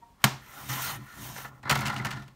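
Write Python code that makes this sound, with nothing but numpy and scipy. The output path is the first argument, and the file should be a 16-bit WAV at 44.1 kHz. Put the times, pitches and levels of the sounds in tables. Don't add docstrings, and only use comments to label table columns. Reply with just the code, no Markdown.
import sys
import numpy as np
from scipy import signal
from scipy.fft import rfft, irfft
from scipy.io import wavfile
from scipy.ndimage import uniform_filter1d

SR = 44100
rng = np.random.default_rng(int(sys.argv[2]) if len(sys.argv) > 2 else 0)


def invert_db(x):
    u = np.asarray(x, float) / 20
    return 10 ** u


def dump_mix(stems):
    frames = np.atleast_2d(stems).T
    limited = np.clip(frames, -1, 1)
    pcm = np.round(limited * 32767).astype(np.int16)
    wavfile.write(sys.argv[1], SR, pcm)


N = 103635
T = np.arange(N) / SR


def hiss():
    return rng.standard_normal(N)


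def unit(x):
    return x / np.sqrt(np.mean(x ** 2))


def colour(x, tone):
    hz, db = np.array(tone, float).T
    octaves = np.log2(np.fft.rfftfreq(N, 1 / SR) + 1)
    below = np.maximum(np.log2(hz[0]) - octaves, 0)
    gain = invert_db(np.interp(octaves, np.log2(hz), db) - 24 * below)
    return irfft(rfft(x) * unit(gain), N)


def ring(x, modes):
    t = T[:SR // 2]
    response = 0
    for k, (hz, db, t60) in enumerate(modes):
        fade = 1000. ** (-t / t60) / np.sqrt(t60)
        response = response + (-1) ** k * invert_db(db) * np.sin(2 * np.pi * hz * t) * fade
    return signal.fftconvolve(x, response / np.sqrt(np.sum(response ** 2)))[:N]


def damped(modes, share):
    return [(hz, db, share * t60) for hz, db, t60 in modes]


def bursts(times, dbs, t60, rise_s):
    level = np.zeros(N)
    for start, db in zip(times, dbs):
        age = np.maximum(T - start, 0)
        level += invert_db(db) * (1 - np.exp(-age / rise_s)) * 1000. 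** (-age / t60)
    return level * np.sign(hiss())


def walk(rate):
    k = int(SR / rate)
    return unit(uniform_filter1d(uniform_filter1d(hiss(), k), k))


def curve(times, dbs):
    return invert_db(np.interp(T, times, dbs, left=-120, right=-120))


# pitch in Hz, level in dB.
AIR_TONE = [(15, -36), (25, -3.5), (120, -8.5), (170, -11.5), (624, -25.5), (1100, -18.5), (1290, -28),
            (1610, -30), (16000, -43.5)]


def quiet_air():
    return invert_db(-60 + 0.64 * walk(16)) * colour(hiss(), AIR_TONE)


# pitch in Hz, level in dB, extra level in the hum in dB.
HINGE_TONES = [(935, -3, 0), (1865, -24, -20), (711, -18, 7), (1350, -24, -15), (1160, -22, -10)]


def squeak():
    start_s, end_s, chirp_width_s = 0.032, 0.132, 0.011
    chirp = np.exp(-((T - start_s) / chirp_width_s) ** 2)
    humming = (T > start_s) * (T < end_s)
    hum = uniform_filter1d(invert_db(-16 + 2 * walk(40)) * humming, size=300)
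    rub = 0
    for hz, db, hum_db in HINGE_TONES:
        wobbly_time = T + 0.00005 * walk(40)
        rub = rub + invert_db(db) * (chirp + invert_db(hum_db) * hum) * np.sin(2 * np.pi * hz * wobbly_time)
    return invert_db(-46 + 3.5) * rub


# pitch in Hz, level in dB, time to fade by 60 dB in seconds.
TABLE_MODES = [(65.5, -22, 0.21), (130.9, 6, 0.23), (175.3, -6, 0.073), (208.5, -1, 0.14),
               (287.5, -6, 0.15), (370, -10.5, 0.062)]


def thud(times, dbs):
    push_s = 0.0024
    pushes = 0
    for start, db in zip(times, dbs):
        pushes = pushes + invert_db(db) * np.sin(np.pi * np.clip((T - start) / push_s, 0, 1)) ** 2
    return signal.lfilter(*signal.butter(2, 80, "high", fs=SR), ring(pushes, TABLE_MODES))


# time in seconds, board level in dB, crack level in dB.
FALL = [
    (.17, -78, -85),
    (.195, -66, -74),
    (.21, -54, -62),
    (.216, -60, -66),
    (.22, -63, -54),
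    (.226, -62, -64),
    (.233, -56, -54),
    (.24, -58, -60),
]
# start in seconds, crack level in dB, board level in dB, table level in dB.
SLAP = [
    (0.2408, -4, -30.5, -23),
    (0.2459, -18.5, -26, -34),
    (.2595, -32, -27.5, -41),
]
# pitch in Hz, level in dB.
SLAP_TONE = [(290, -60.5), (500, -14), (1110, 0.5), (3660, -5), (5970, -10.5), (8820, -13), (10500, -13.5),
             (12800, -10.5), (15700, -17.5)]
# pitch in Hz, level in dB.
SHIVER_TONE = [(180, -19.5), (300, -5.5), (372, -4), (477, -11), (824, 2), (1400, -2.5), (6110, -12.5),
               (10300, -24.5), (13500, -24.5), (15700, -25.5)]
# pitch in Hz, level in dB, time to fade by 60 dB in seconds.
BOARD_MODES = [(583, -7.5, 0.036), (689, -2.5, 0.054), (813, 1, 0.024), (1008, 5, 0.029), (1158, 4, 0.0097),
               (1345, 5, 0.031), (1419, 4, 0.04), (1800, 1.5, 0.024), (1879, -2, 0.046), (2023, 0.5, 0.023),
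               (2370, -8, 0.0071), (2675, -16.5, 0.13), (3370, -17.5, 0.018), (4165, -11.5, 0.0066)]
# pitch in Hz, level in dB, time to fade by 60 dB in seconds.
RAIL_MODES = [(6400, 17, .012), (5250, -12.5, 0.035), (1060, -31, .015), (2210, -3.5, .012),
              (3110, -29.5, 0.0053), (8150, 10, 0.0088)]


def slap():
    start, crack, board, table = np.array(SLAP).T
    when, rub, fizz = np.array(FALL).T
    rise_s = 0.0007
    bright = bursts(start, crack, 0.021, rise_s) + curve(when, fizz) * hiss()
    dull = invert_db(11.5) * bursts(start, board, 0.0078, rise_s) + curve(when, rub) * hiss()
    shiver = colour(bursts(start[:1], [-25], 0.33, 0.00078), SHIVER_TONE)
    rail = ring(bursts(start[:1], [-4], 0.0067, rise_s), RAIL_MODES)
    return colour(bright, SLAP_TONE) + ring(dull, BOARD_MODES) + thud(start, table) + shiver + rail


def edge_click():
    age = (T - 0.2424) / 0.00004
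    return invert_db(-4) * (1 - age ** 2) * np.exp(-age ** 2 / 2)


# time in seconds, level in dB.
PUSH = [(0.27, -23), (0.38, -42), (0.44, -53.5), (0.604, -43), (0.712, -27), (0.798, -35), (0.994, -30),
        (1.074, -50.5), (1.15, -40.5), (1.188, -30), (1.34, -36), (1.41, -46), (1.442, -43), (1.614, -45),
        (1.722, -19.5), (1.972, -31), (1.998, -29), (2.16, -29.5), (2.182, -30), (2.26, -43), (2.36, -59)]


def hand_on_table():
    push = curve(*np.array(PUSH).T)
    legs = invert_db(-14) * ring(np.sqrt(push * invert_db(-55.5)) * hiss(), [(57.4, 0, 0.15)])
    return invert_db(-11.0) * ring(push * invert_db(0.83 * walk(21)) * hiss(), TABLE_MODES) + legs


def patchy(x, edges_hz):
    spectrum, hz = rfft(x), np.fft.rfftfreq(N, 1 / SR)
    total = 0
    for low, mid, high in zip(edges_hz, edges_hz[1:], edges_hz[2:]):
        band = np.clip(np.minimum((hz - low) / (mid - low), (high - hz) / (high - mid)), 0, 1)
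        flicker_db = 1.8 * (walk(22) + walk(90))
        total = total + invert_db(flicker_db) * irfft(spectrum * band, N)
    return total


# time in seconds, hiss level in dB, board level over the hiss in dB,
# board brightness in dB per octave.
SLIDE = [(0.34, -88, 3, -5), (0.42, -64, 8.5, 12), (0.5, -57, 10, 0.5), (0.59, -50, 7.5, -1),
         (0.685, -47.5, -4, -3), (0.693, -37.5, 5, 5.5), (0.79, -38, 0, -4), (0.85, -37.5, 5, 9),
         (0.9, -39, 7.5, 3.5), (0.94, -44.5, 7, 1), (0.968, -51, 10, 2), (0.98, -64, 13, 7.5),
         (1.15, -56, 9.5, 4.5), (1.228, -47, -1.5, -7.5), (1.294, -46.5, -1, -8.5), (1.34, -49.5, -1, -5),
         (1.39, -46.5, 5, -2), (1.442, -52, 5.5, -7), (1.485, -56.5, 3.5, -4), (1.508, -76, 20.5, -5),
         (1.601, -72.5, 10.5, -10)]
# pitch in Hz, level in dB.
HISS_TONE = [(180, -22), (300, -19), (501, -26), (698, -16), (1400, -15), (1520, 2), (3000, -1.5),
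             (4610, -9.5), (15700, -1)]
# pitch in Hz, level in dB, time to fade by 60 dB in seconds.
BLADE_MODES = [(3040, -1, 0.0055), (3690, -5, 0.022), (4260, -9.5, 0.0042), (5880, 1.5, 0.0026),
               (6530, -6, 0.031), (7160, -6, 0.0066), (8770, -5, 0.0078), (12740, -8, 0.0037),
               (13400, -7.5, 0.0029), (14330, -14, .003)]
TEAR_BANDS_HZ = [1, 700, 1500, 2500, 3500, 5000, 6500, 8500, 11000, 13500, 16000, 22000]


def slide():
    when, level, board_over, tilt = np.array(SLIDE).T
    rough = curve(when, level) * invert_db(0.7 * walk(30) + 0.9 * walk(300))
    tearing = patchy(rough * hiss(), TEAR_BANDS_HZ)
    bite = bursts([0.688], [-36], 0.05, 0.00076)
    open_hiss = colour(tearing + bite, HISS_TONE)
    blade = 0
    for mode in BLADE_MODES:
        blade = blade + invert_db(mode[1] + 2.07 * walk(36)) * ring(rough * hiss(), [mode])
    board = 0
    for hz, db, t60 in BOARD_MODES:
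        swell = invert_db(db + 3.17 * walk(25))
        rub = curve(when, level + board_over + tilt * np.log2(hz / 1400)) * hiss()
        board = board + swell * ring(rub, [(hz, db, 1.36 * t60)])
    return invert_db(1.5) * open_hiss + invert_db(-9.0) * blade + invert_db(-17) * board


# start in seconds, crack level in dB, board level over the crack
# in dB, table level in dB, treble level over the crack in dB.
RATTLE = [(1.358, -52, 6, -83, -6), (1.386, -50, 4, -84, 2), (1.445, -44, 24.5, -53, -8),
          (1.629, -44, 12.5, -56, -2), (1.6515, -63, 29, -48, -10), (1.6725, -52, 30, -68, -10),
          (1.6951, -15, 10.5, -45, 2), (1.7082, -15.5, 9, -32.5, 6), (1.7163, -27.5, 15.5, -72, 0),
          (1.724, -30, 5, -65, 12), (1.7526, -23, 12, -69, 6), (1.7732, -36, -7, -36.5, 15),
          (1.79, -26, 4, -44, 1), (1.8055, -43.5, 1, -60, 20), (1.808, -37, -5, -60, 5),
          (1.844, -45, -13, -54, -7), (1.8547, -22.5, 1, -55, -1), (1.8629, -23.5, 1.5, -57, 0),
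          (1.8706, -29, 8, -39.5, 9), (1.8799, -27, -6, -44, 1), (1.898, -29.5, 14.5, -60, 0),
          (1.9396, -40.5, 15, -67, 11.5), (1.9625, -26.5, -15, -42, -6), (1.9725, -34, -13, -47, -5),
          (1.9804, -35, -12, -50, -1), (1.988, -43, -10, -72, 4), (1.9954, -47.5, 31.5, -39.5, -3),
          (2.0128, -48, -10, -45, 4), (2.0472, -30.5, 14, -45, 5), (2.0547, -29.5, 4, -68, 7),
          (2.0663, -26.5, 3, -39, -6), (2.106, -30, 2, -63, 3), (2.111, -28.5, 1, -62, -13),
          (2.1236, -35.5, 10.5, -62, -3), (2.132, -36.5, 8, -65, -6), (2.1588, -48, 14, -60, -4),
          (2.169, -41.5, 15.5, -49.5, -6), (2.2787, -57, 4, -57, -8)]
# pitch in Hz, level in dB.
TICK_TONE = [(880, -14), (1500, -6.5), (2440, -6), (2880, -1), (3280, -9), (7170, -13), (7690, -16),
             (14300, -21.5), (16000, -20)]
# time in seconds, level in dB, bright share in dB.
CHATTER = [
    (1.625, -80, -10),
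    (1.635, -43.5, -13),
    (1.655, -35.5, -24),
    (1.692, -41.5, -17.5),
    (1.698, -20, -7.5),
    (1.718, -42.5, 7.5),
    (1.784, -32, -9.5),
    (2.076, -38.5, -13.5),
    (2.211, -48.5, -7),
    (2.36, -75, -5),
]
# pitch in Hz, level in dB.
CHATTER_TONE = [(880, -10), (1500, -6), (2900, -2), (4500, -5), (6500, -10.5), (8500, -14.5),
                (12000, -17.5), (16000, -23)]


def rattle():
    start, crack, board_over, table, treble = np.array(RATTLE).T
    low, high = (signal.butter(2, 7000, side, fs=SR) for side in ("low", "high"))
    t60, rise_s = 0.035, 0.0015
    body = signal.lfilter(*low, bursts(start, crack - 1.5, t60, rise_s))
    sparkle = signal.lfilter(*high, bursts(start, crack + treble - 1.5, 0.68 * t60, rise_s))
    ticks = colour(body + sparkle, TICK_TONE)
    when, db, bright = np.array(CHATTER).T
    shake = invert_db(2 * walk(87) + 2 * walk(450))
    dull = ring(curve(when, db - 3.0) * shake * hiss(), BOARD_MODES)
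    fizz = colour(curve(when, db + bright - 2.5) * shake * hiss(), CHATTER_TONE)
    knocks = ring(bursts(start, crack + board_over - 5, 0.045, 0.0061), damped(BOARD_MODES, 0.68))
    return ticks + fizz + dull + knocks + thud(start, table + 3)


# start in seconds, crack level in
# dB, # board level over the crack in dB.
TOUCHES = [
    (2.0478, -31, 5),
    (2.115, -41, -3),
    (2.2795, -50, -1.5),
    (1.362, -43, 6),
    (1.381, -44, 8),
    (1.756, -34, 10),
    (1.6535, -56, 22),
    (1.678, -54, 18),
]


def touches():
    start, crack, board_over = np.array(TOUCHES).T
    ticks = colour(bursts(start, crack, 0.04, 0.0004), TICK_TONE)
    return ticks + ring(bursts(start, crack + board_over, 0.04, 0.0004), damped(BOARD_MODES, 0.3))


def room(x):
    gap_s, t60, dark_hz = 0.014, 0.17, 5900
    age = np.maximum(T[:SR // 2] - gap_s, 0)
    noise = rng.standard_normal(SR // 2)
    low = signal.lfilter(*signal.butter(1, dark_hz, fs=SR), noise)
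    tail = low * 1000. ** (-age / t60) + (noise - low) * 1000. ** (-age / (0.12 * t60))
    tail = signal.lfilter(*signal.butter(2, 400, "high", fs=SR), (age > 0) * tail)
    return invert_db(-15.5) * signal.fftconvolve(x, tail / np.sqrt(np.sum(tail ** 2)))[:N]


def scene():
    near = rattle() + slide() + hand_on_table() + squeak() + touches()
    air = quiet_air()
    return (slap() + edge_click() + near + room(near) + air)[None]


def roll_off(x):
    return signal.sosfilt(signal.butter(12, 17030, fs=SR, output="sos"), x)


def record(dry):
    hz = np.fft.rfftfreq(N, 1 / SR)
    dip_db = -4.5 * np.exp(-((hz - 10480) / 450) ** 2)
    dipped = irfft(rfft(dry) * invert_db(dip_db), N)
    heard = signal.lfilter(*signal.butter(2, 45, "high", fs=SR), dipped)
    top_cut = signal.ellip(12, 0.3, 70, 15700, fs=SR, output="sos")
    mix = np.clip(signal.sosfilt(top_cut, heard), -1, 1)
    return roll_off(mix)


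dry = scene()
out = record(dry)
dump_mix(out)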